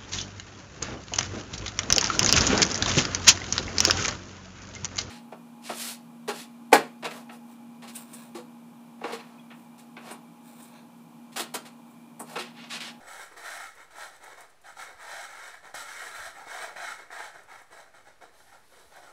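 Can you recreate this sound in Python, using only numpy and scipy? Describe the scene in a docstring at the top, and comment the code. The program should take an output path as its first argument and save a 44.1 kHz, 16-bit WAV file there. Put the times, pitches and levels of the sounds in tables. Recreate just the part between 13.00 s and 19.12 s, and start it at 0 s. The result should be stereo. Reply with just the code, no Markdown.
"""Two puppies root for dry kibble in a plastic bowl on a hard floor, close to a mono microphone.
From the start, muzzle shoves set off dense random clicks, filtered and rung by bowl modes; dull clicks munch.
Pellets snap from 0.15 s (noise bursts); the bowl is knocked from 0.55 s (short pulses through filters).
Paws thump softly from 1.9 s (low noise pulses); fur, a very faint hiss until then, brushes the rim from 5.3 s.
Shaped noise gives the quiet of the room throughout."""
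import sys
import numpy as np
from scipy import signal
from scipy.fft import rfft, irfft
from scipy.io import wavfile
from scipy.ndimage import uniform_filter1d

SR = 44100
rng = np.random.default_rng(int(sys.argv[2]) if len(sys.argv) > 2 else 0)


def dump(signal):
    """Clip the signal to [-1, 1] and save it as 16-bit WAV at the path in sys.argv[1]."""
    limited = np.clip(np.atleast_2d(signal).T, -1, 1)
    pcm = np.round(limited * 32767).astype(np.int16)
    wavfile.write(sys.argv[1], SR, pcm)


N = 269892
TIME_S = np.arange(N) / SR

# Muzzle shoves: (time [s], clatter rise [s], length [s], relative clatter level [dB],
# crispness: treble re clatter [dB], relative munching level [dB])
MUZZLE_SHOVES = [ (0.0, 0.0013, 0.049, -58, -8, -59.5), (0.047, 0.04, 0.13, -48, -6.5, -62),
                 (0.173, 0.026, 0.06, -45, -8.5, -60.5), (0.307, 0.013, 0.017, -52.5, -12.5, -59.5),
                 (0.357, 0.016, 0.044, -46.5, -8.5, -58.5), (0.403, 0.055, 0.17, -41.5, -7.5, -61),
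                 (0.588, 0.016, 0.071, -45, -8, -72), (0.731, 0.073, 0.088, -50, -11, -65.5),
                 (0.904, 0.0049, 0.013, -52.5, -9.5, -72), (0.923, 0.082, 0.11, -42, -9, -63.5),
                 (1.031, 0.009, .03, -51, -2.5, -61), (1.108, 0.027, 0.048, -55, -8, -68),
                 (1.195, 0.038, 0.14, -49.5, -10.5, -61.5), (1.362, 0.018, 0.061, -49.5, -11, -64.5),
                 (1.487, .008, 0.012, -68, -17, -80), (1.626, 0.042, 0.078, -49.5, -9, -70),
                 (1.75, 0.049, 0.088, -43.5, -7, -65), (1.853, .025, .065, -50.5, -12, -64),
                 (1.963, 0.059, 0.13, -45, -10, -68.5), (2.06, 0.048, 0.19, -42.5, -7.5, -68),
                 (2.266, 0.039, 0.14, -47.5, -9, -65), (2.369, .07, .125, -45, -8.5, -75),
                 (2.522, 0.014, 0.03, -49.5, -10.5, -72), (2.622, 0.024, 0.06, -49.5, -10.5, -60),
                 (2.738, 0.0071, 0.082, -42.5, -4, -59), (2.837, 0.05, 0.15, -45, -5.5, -66),
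                 (2.98, 0.02, 0.11, -42, -8.5, -60), (3.095, 0.054, 0.17, -43, -8, -62.5),
                 (3.245, 0.0082, 0.034, -46, -7.5, -60), (3.326, 0.043, 0.1, -48, -11.5, -60.5),
                 (3.441, .075, 0.15, -40.5, -8.5, -61.5), (3.591, 0.03, 0.057, -37, -10, -57),
                 (3.675, 0.011, 0.031, -49, -18, -56.5), (3.753, 0.011, 0.05, -40.5, -12, -58),
                 (3.793, 0.03, 0.13, -40.5, -8, -60), (3.978, .012, 0.032, -48.5, -11, -58),
                 (4.1, 0.025, 0.097, -42, -11.5, -66), (4.167, 0.034, 0.097, -43, -9.5, -63),
                 (4.326, 0.021, 0.074, -53.5, -10, -60.5), (4.466, 0.048, 0.09, -48, -12, -66.5),
                 (4.569, 0.012, 0.029, -51, -12.5, -79), (4.698, 0.029, 0.045, -50.5, -9, -60),
                 (4.744, 0.036, 0.064, -50, -9.5, -66), (4.853, .012, .028, -66, -20, -67),
                 (4.928, 0.019, 0.058, -56, -9, -65.5), (5.045, 0.027, 0.039, -54, -9.5, -63.5),
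                 (5.206, 0.012, 0.034, -52.5, -9, -59.5), (5.33, .015, 0.018, -61.5, -4, -74),
                 (5.383, 0.011, 0.023, -61.5, -4, -70.5), (5.453, 0.023, 0.058, -60.5, -7, -83),
                 (5.508, 0.024, 0.042, -54, -10.5, -66), (5.702, 0.04, 0.12, -59.5, -5, -65),
                 (5.897, 0.039, 0.069, -54.5, -9, -65.5), (5.951, 0.02, 0.032, -52, -10, -58.5),
                 (6.008, 0.023, 0.085, -55.5, -7, -61.5), ]
# Muzzle depth, which brings out the bowl's hollow: (time [s], hollow re clatter [dB])
DIG_DEPTH = [(0, -2.5), (.5, -7), (1.3, 1.5), (1.7, -2.5), (2.15, -1.5), (2.5, -5), (2.75, -1.5), (2.9, -9),
             (3.15, -7), (3.35, -1), (3.65, -1), (3.9, -6), (4.2, -3), (4.55, -1.5), (4.8, -0.5), (6.1, 0)]
# Chewed crumbs grind finer than whole pellets: (time [s], lift of the top treble [dB])
CRUMB_FINENESS = [(0, 4), (.5, 2), (1, -0.5), (1.5, -1.5), (2.2, -3), (2.75, -2.5), (3.2, 1.5),
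                  (3.45, -5.5), (4.2, -5.5), (4.7, -1.5), (6.1, -15)]
# Knocks on the bowl: (time [s], relative level [dB], contact time [ms])
BOWL_KNOCKS = [(.551, -46, 0.15), (.602, -35, 0.17), (.984, -36, 0.24), (1.239, -38, 0.22),
               (1.793, -44, 0.48), (2.134, -36.5, 0.95), (2.653, -36, 0.6), (2.7431, -27, 0.42),
               (3.469, -34, 0.49), (3.622, -33, 0.15), (3.762, -35, 0.41), (3.993, -51, 0.44),
               (4.104, -34, 0.17), (4.2043, -27, 0.13), (4.358, -37, 0.39), (4.522, -38.5, 0.15),
               (4.616, -41, 0.36), (5.236, -39, 0.71)]
# Pellets snapping between teeth: (time [s], relative level [dB])
TOOTH_SNAPS = [(0.146, -53), (.752, -56), (1.163, -59), (1.24, -50.5), (1.407, -49.5), (1.498, -60),
               (1.6155, -59.5), (2.751, -42.5), (2.785, -50), (4.434, -62), (4.618, -58), (5.047, -69),
               (5.77, -71), (5.963, -57)]
# Ringing of the bowl: (frequency [Hz], width [Hz], gain re direct sound [dB])
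BOWL_MODES = [(695, 52, -11), (769, 26, -4.5), (2169, 83, 5), (3054, 120, 6), (4080, 94, -11),
              (6050, 59, -11), (7040, 21, 4), (7890, 380, -1)]
# Fur on the rim: (time [s], relative level [dB])
FUR_BRUSH = [(5.3, -75), (5.38, -62.5), (5.55, -67), (5.62, -69), (5.72, -63.5), (6.12, -65.5)]
# Paw steps and shifts of weight: (time [s], relative level [dB])
PAW_STEPS = [(1.94, -69), (2.744, -67), (3.179, -61.5), (3.258, -64), (4.439, -71), (4.561, -71),
             (5.845, -67)]
# Spectrum of pellet clatter: (frequency [Hz], relative density [dB])
CLATTER_SPECTRUM = [(120, -43), (400, -22.5), (700, -12), (1080, -13), (1300, 2.5), (1450, -3), (1640, 1),
                    (1900, -1.5), (2080, -10.5), (2260, -7), (2380, -13), (2750, -18.5), (3800, -59)]
# Spectrum of the bowl's hollow: (frequency [Hz], relative density [dB])
HOLLOW_SPECTRUM = [(80, -48), (250, -38.5), (500, -12.5), (660, 2.5), (810, 0.5), (1050, -4.5), (1500, -32)]
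# Spectrum of dry crusts: (frequency [Hz], relative density [dB])
CRUST_SPECTRUM = [(200, -38), (1900, -27.5), (2900, -7.5), (3800, 4), (4700, -3.5), (5800, 0), (6700, -5),
                  (8300, -2.5), (9000, -5), (11400, -7.5), (12300, -15), (13500, -14.5), (16000, -19)]
# Spectrum of closed mouths, also the knocks' thud: (frequency [Hz], relative density [dB])
JAW_SPECTRUM = [(50, -41.5), (130, -13), (220, -12.5), (320, -5.5), (450, 1.5), (650, 3.5), (950, -2.5),
                (1500, 0), (3000, -80.5)]
# Spectrum of breaking pellets: (frequency [Hz], relative density [dB])
CRACK_SPECTRUM = [(500, -21), (2500, -26), (6000, 3), (9000, 7), (12000, 1), (16000, -8)]
# Spectrum of sliding fur: (frequency [Hz], relative density [dB])
FUR_SPECTRUM = [(800, 4), (2500, -6), (4200, 2), (6800, -3), (10000, 0), (11500, -1), (12300, -6),
                (16000, -12)]
# Spectrum of padded steps: (frequency [Hz], relative density [dB])
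THUMP_SPECTRUM = [(25, 8), (70, 8.5), (110, 4.5), (200, -8), (600, -43)]
# Spectrum of the quiet room: (frequency [Hz], relative density [dB])
ROOM_SPECTRUM = [(20, -7), (90, -2), (220, -6), (700, -3), (1800, -5), (3000, -12), (8000, -19.5),
                 (16000, -34)]

# After a shove each part dies away at its own speed; faint stirring remains between shoves.
SETTLE_DB_PER_S, CRUST_SETTLE_DB_PER_S, JAW_SETTLE_DB_PER_S = 252, 223, 214
IDLE_DB, CRUST_IDLE_DB, JAW_IDLE_DB = -78.5, -87.5, -89
SWELL_DB, CRUST_SWELL_DB, JAW_SWELL_DB = 0.6, 0.5, 0.5  # shoves and bites press hardest in the middle
CRUST_RISE_RATIO, JAW_RISE_RATIO = 1.1, 0.5  # re clatter: crusts build later, jaws bite sooner
EDGE_HZ = 15750


def pellets(clatter_db=0.6, hollow_db=-2.5, crisp_db=0.62, shared=0.29, full_db=-42.5,
            crowding=0.45, top_hz=9500):
    """Tumbling pellets clatter, sound the hollow of the bowl, and tick and scrape with dry crusts."""
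    *_, shoves_db, crispness_db, _ = np.transpose(MUZZLE_SHOVES)
    level_db = shoving(shoves_db, SWELL_DB, SETTLE_DB_PER_S, IDLE_DB)
    crust_db = shoving(shoves_db + crispness_db, CRUST_SWELL_DB, CRUST_SETTLE_DB_PER_S,
                       CRUST_IDLE_DB, CRUST_RISE_RATIO)

    crowd = amp(crowding * (level_db - full_db))  # a harder shove moves more pellets
    tumbles = contacts(per_s=2400 * crowd, spread_db=0.5)
    scrapes = contacts(per_s=4000 * crowd, spread_db=2.5)

    crust_clicks = np.sqrt(shared) * tumbles + np.sqrt(1 - shared) * scrapes
    crust = facets(crust_clicks, fade_s=0.00029)
    highpass = signal.butter(2, top_hz, "high", fs=SR, output="sos")
    top = signal.sosfiltfilt(highpass, crust)
    crust = crust + (amp(curve(CRUMB_FINENESS)) - 1) * top

    depth_rad = np.arctan(amp(curve(DIG_DEPTH)))  # divides energy between clatter and hollow
    clatter = facets(tumbles, fade_s=0.00069) * amp(level_db + clatter_db) * np.cos(depth_rad)
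    hollow = facets(tumbles, fade_s=0.0013) * amp(level_db + hollow_db) * np.sin(depth_rad)
    crisp = crust * amp(crust_db + crisp_db)
    return (colour(clatter, CLATTER_SPECTRUM) + colour(hollow, HOLLOW_SPECTRUM)
            + colour(crisp, CRUST_SPECTRUM))


def knocks(ring_db=4.5, hollow_db=0.0, thud_db=-2.0):
    """Short pushes on the bowl; a longer contact gives a duller knock."""
    pushes = np.zeros(N)
    t_ms = np.arange(SR // 100) * 1000 / SR
    for start_s, level_db, contact_ms in BOWL_KNOCKS:
        push = np.exp(-(2 * t_ms / contact_ms - 2) ** 2)
        add(pushes, start_s, amp(level_db) * push / np.sqrt(np.sum(push ** 2)))
    ring = amp(ring_db) * colour(pushes, CLATTER_SPECTRUM)
    hollow = amp(hollow_db) * colour(pushes, HOLLOW_SPECTRUM)
    thud = amp(thud_db) * colour(pushes, JAW_SPECTRUM)
    return ring + hollow + thud


def jaws(level_db=5.5):
    """Crunches inside closed mouths come out dull."""
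    *_, munches_db = np.transpose(MUZZLE_SHOVES)
    munch_db = shoving(munches_db, JAW_SWELL_DB, JAW_SETTLE_DB_PER_S, JAW_IDLE_DB, JAW_RISE_RATIO)
    crunches = contacts(per_s=380, spread_db=2.5) * amp(munch_db + level_db)
    return colour(crunches, JAW_SPECTRUM)


def snaps(fade_s=0.0065):
    """A pellet breaks in a quick run of tiny cracks: a decaying burst of spiky noise."""
    cracks = np.zeros(N)
    t_s = np.arange(SR // 20) / SR
    for start_s, level_db in TOOTH_SNAPS:
        burst = unit(rng.laplace(size=len(t_s)))
        add(cracks, start_s, amp(level_db) * np.exp(-t_s / fade_s) * burst)
    return colour(cracks, CRACK_SPECTRUM)


def bowl(x):
    """Whatever strikes the plastic also rings its modes."""
    return x + sum(amp(db) * resonance(x, hz, width_hz) for hz, width_hz, db in BOWL_MODES)


def fur():
    """Countless hairs slide over the rim as a soft hiss."""
    return colour(rng.standard_normal(N) * amp(curve(FUR_BRUSH)), FUR_SPECTRUM)


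def paws(rise_s=0.015):
    """Padded feet give the floor a soft low thump."""
    pushes = np.zeros(N)
    t_s = np.arange(SR // 4) / SR
    press = t_s / rise_s * np.exp(1 - t_s / rise_s)
    for start_s, level_db in PAW_STEPS:
        add(pushes, start_s, amp(level_db) * press * rng.standard_normal(len(t_s)))
    return colour(pushes, THUMP_SPECTRUM)


def room_tone(level_db=-65.5):
    """Steady noise in the spectrum of the quiet room."""
    return amp(level_db) * colour(rng.standard_normal(N), ROOM_SPECTRUM)


def surroundings(x, near_db, room_db, count=6, paths_per_s=11):
    """Bowl wall, floor and room reflect sound by a cycle of crossfaded paths as the heads move."""
    phase = TIME_S * paths_per_s % count
    wet = x
    for path in range(count):
        distance = abs((phase - path + count / 2) % count - count / 2)
        part = x * np.cos(np.pi / 2 * np.minimum(distance, 1))
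        wet = wet + amp(near_db) * echoes(part, t60_s=0.02, delay_s=0.0012, per_s=5000)
        wet = wet + amp(room_db) * echoes(part, t60_s=0.54, delay_s=0.0037, per_s=4800)
    return wet / np.sqrt(1 + amp(near_db) ** 2 + amp(room_db) ** 2)


def echoes(x, t60_s, delay_s, per_s):
    """Sparse reflections of random sign that die away, with unit energy."""
    t_s = np.arange(SR // 2) / SR
    signs = rng.choice([-1., 1.], len(t_s))
    present = (rng.random(len(t_s)) < per_s / SR) * (t_s > delay_s)
    taps = signs * present * amp(-60 * t_s / t60_s)
    return signal.oaconvolve(x, taps / (np.linalg.norm(taps) + 1e-12))[:N]


def shoving(levels_db, swell_db, settle_db_per_s, idle_db, rise_ratio=1):
    """Level in dB of all shoves: each rises, swells and eases over its length, then settles."""
    power = np.full(N, amp(idle_db) ** 2)
    t_s = np.arange(SR // 2) / SR
    for (start_s, rise_s, length_s, *_), level_db in zip(MUZZLE_SHOVES, levels_db):
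        attack = np.minimum(t_s / (rise_s * rise_ratio), 1)
        arch_db = swell_db * (np.sin(np.pi * np.minimum(t_s / length_s, 1)) - 0.5)
        fall_db = settle_db_per_s * np.maximum(t_s - length_s, 0)
        add(power, start_s, (attack * amp(level_db + arch_db - fall_db)) ** 2)
    return 10 * np.log10(power)


def contacts(per_s, spread_db, size=1100):
    """Random clicks of uneven strength that share a steady supply of energy."""
    strength = amp(spread_db * np.minimum(rng.exponential(1, N), 4)) * rng.choice([-1., 1.], N)
    clicks = strength * (rng.random(N) < per_s / SR)
    power = uniform_filter1d(uniform_filter1d(clicks ** 2, size), size)
    return unit(clicks / np.sqrt(abs(power) + 0.053 * power.mean()))


def facets(clicks, fade_s, count=16):
    """Pellets differ: each contact gets one of several tiny random rattles."""
    t_s = np.arange(SR // 200) / SR
    kind = rng.integers(0, count, N)
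    rattles = rng.standard_normal((count, len(t_s))) * np.exp(-t_s / fade_s)
    spectra = rfft(rattles)
    rattles = irfft(spectra / np.sqrt(np.mean(abs(spectra) ** 2, axis=0)))  # together they are white
    parts = (signal.oaconvolve(clicks * (kind == k), rattle)[:N] for k, rattle in enumerate(rattles))
    return unit(sum(parts))


def colour(x, spectrum, size=4096):
    """Causal minimum-phase filter of unit energy with the given spectrum."""
    hz, db = np.transpose(spectrum)
    log_hz = np.log(abs(np.fft.fftfreq(size, 1 / SR)) + 1)
    log_gain = np.log(amp(np.interp(log_hz, np.log(hz), db)))
    taps = np.fft.ifft(np.exp(np.conj(signal.hilbert(log_gain)))).real[:size // 2]
    return signal.oaconvolve(x, taps / np.linalg.norm(taps))[:N]


def resonance(x, hz, width_hz):
    """Band-pass of gain 1 at its centre."""
    return signal.lfilter(*signal.iirpeak(hz, hz / width_hz, SR), x)


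def curve(rows):
    """Second column of a table, joined by straight lines in time."""
    times_s, values = np.transpose(rows)
    return np.interp(TIME_S, times_s, values)


def add(mix, start_s, sound):
    """Adds a sound in place, cut at the end of the mix."""
    part = mix[round(start_s * SR):][:len(sound)]
    part += sound[:len(part)]


def amp(db):
    """Amplitude ratio of a level in dB."""
    return 10 ** (np.asarray(db) / 20)


def unit(x):
    """Scales to rms 1."""
    return x / np.sqrt(np.mean(x ** 2) + 1e-20)


def scene():
    """The meal over the quiet of the room, the same in both channels."""
    eating = surroundings(bowl(pellets() + snaps()) + jaws() + fur(), near_db=-5.5, room_db=-7.5)
    # the outer wall faces the microphone
    knocking = surroundings(bowl(knocks()), near_db=-5.0, room_db=-17.0)
    mono = eating + knocking + paws() + room_tone()
    return np.array([mono, mono])


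def record(dry, offset=0.001):
    """The recorder sits slightly off zero and limits the band."""
    lowpass = signal.firwin(801, EDGE_HZ, window=("kaiser", 8), fs=SR)
    return signal.oaconvolve(dry + offset, lowpass[None], "same")


dry = scene()
out = record(dry)
dump(out)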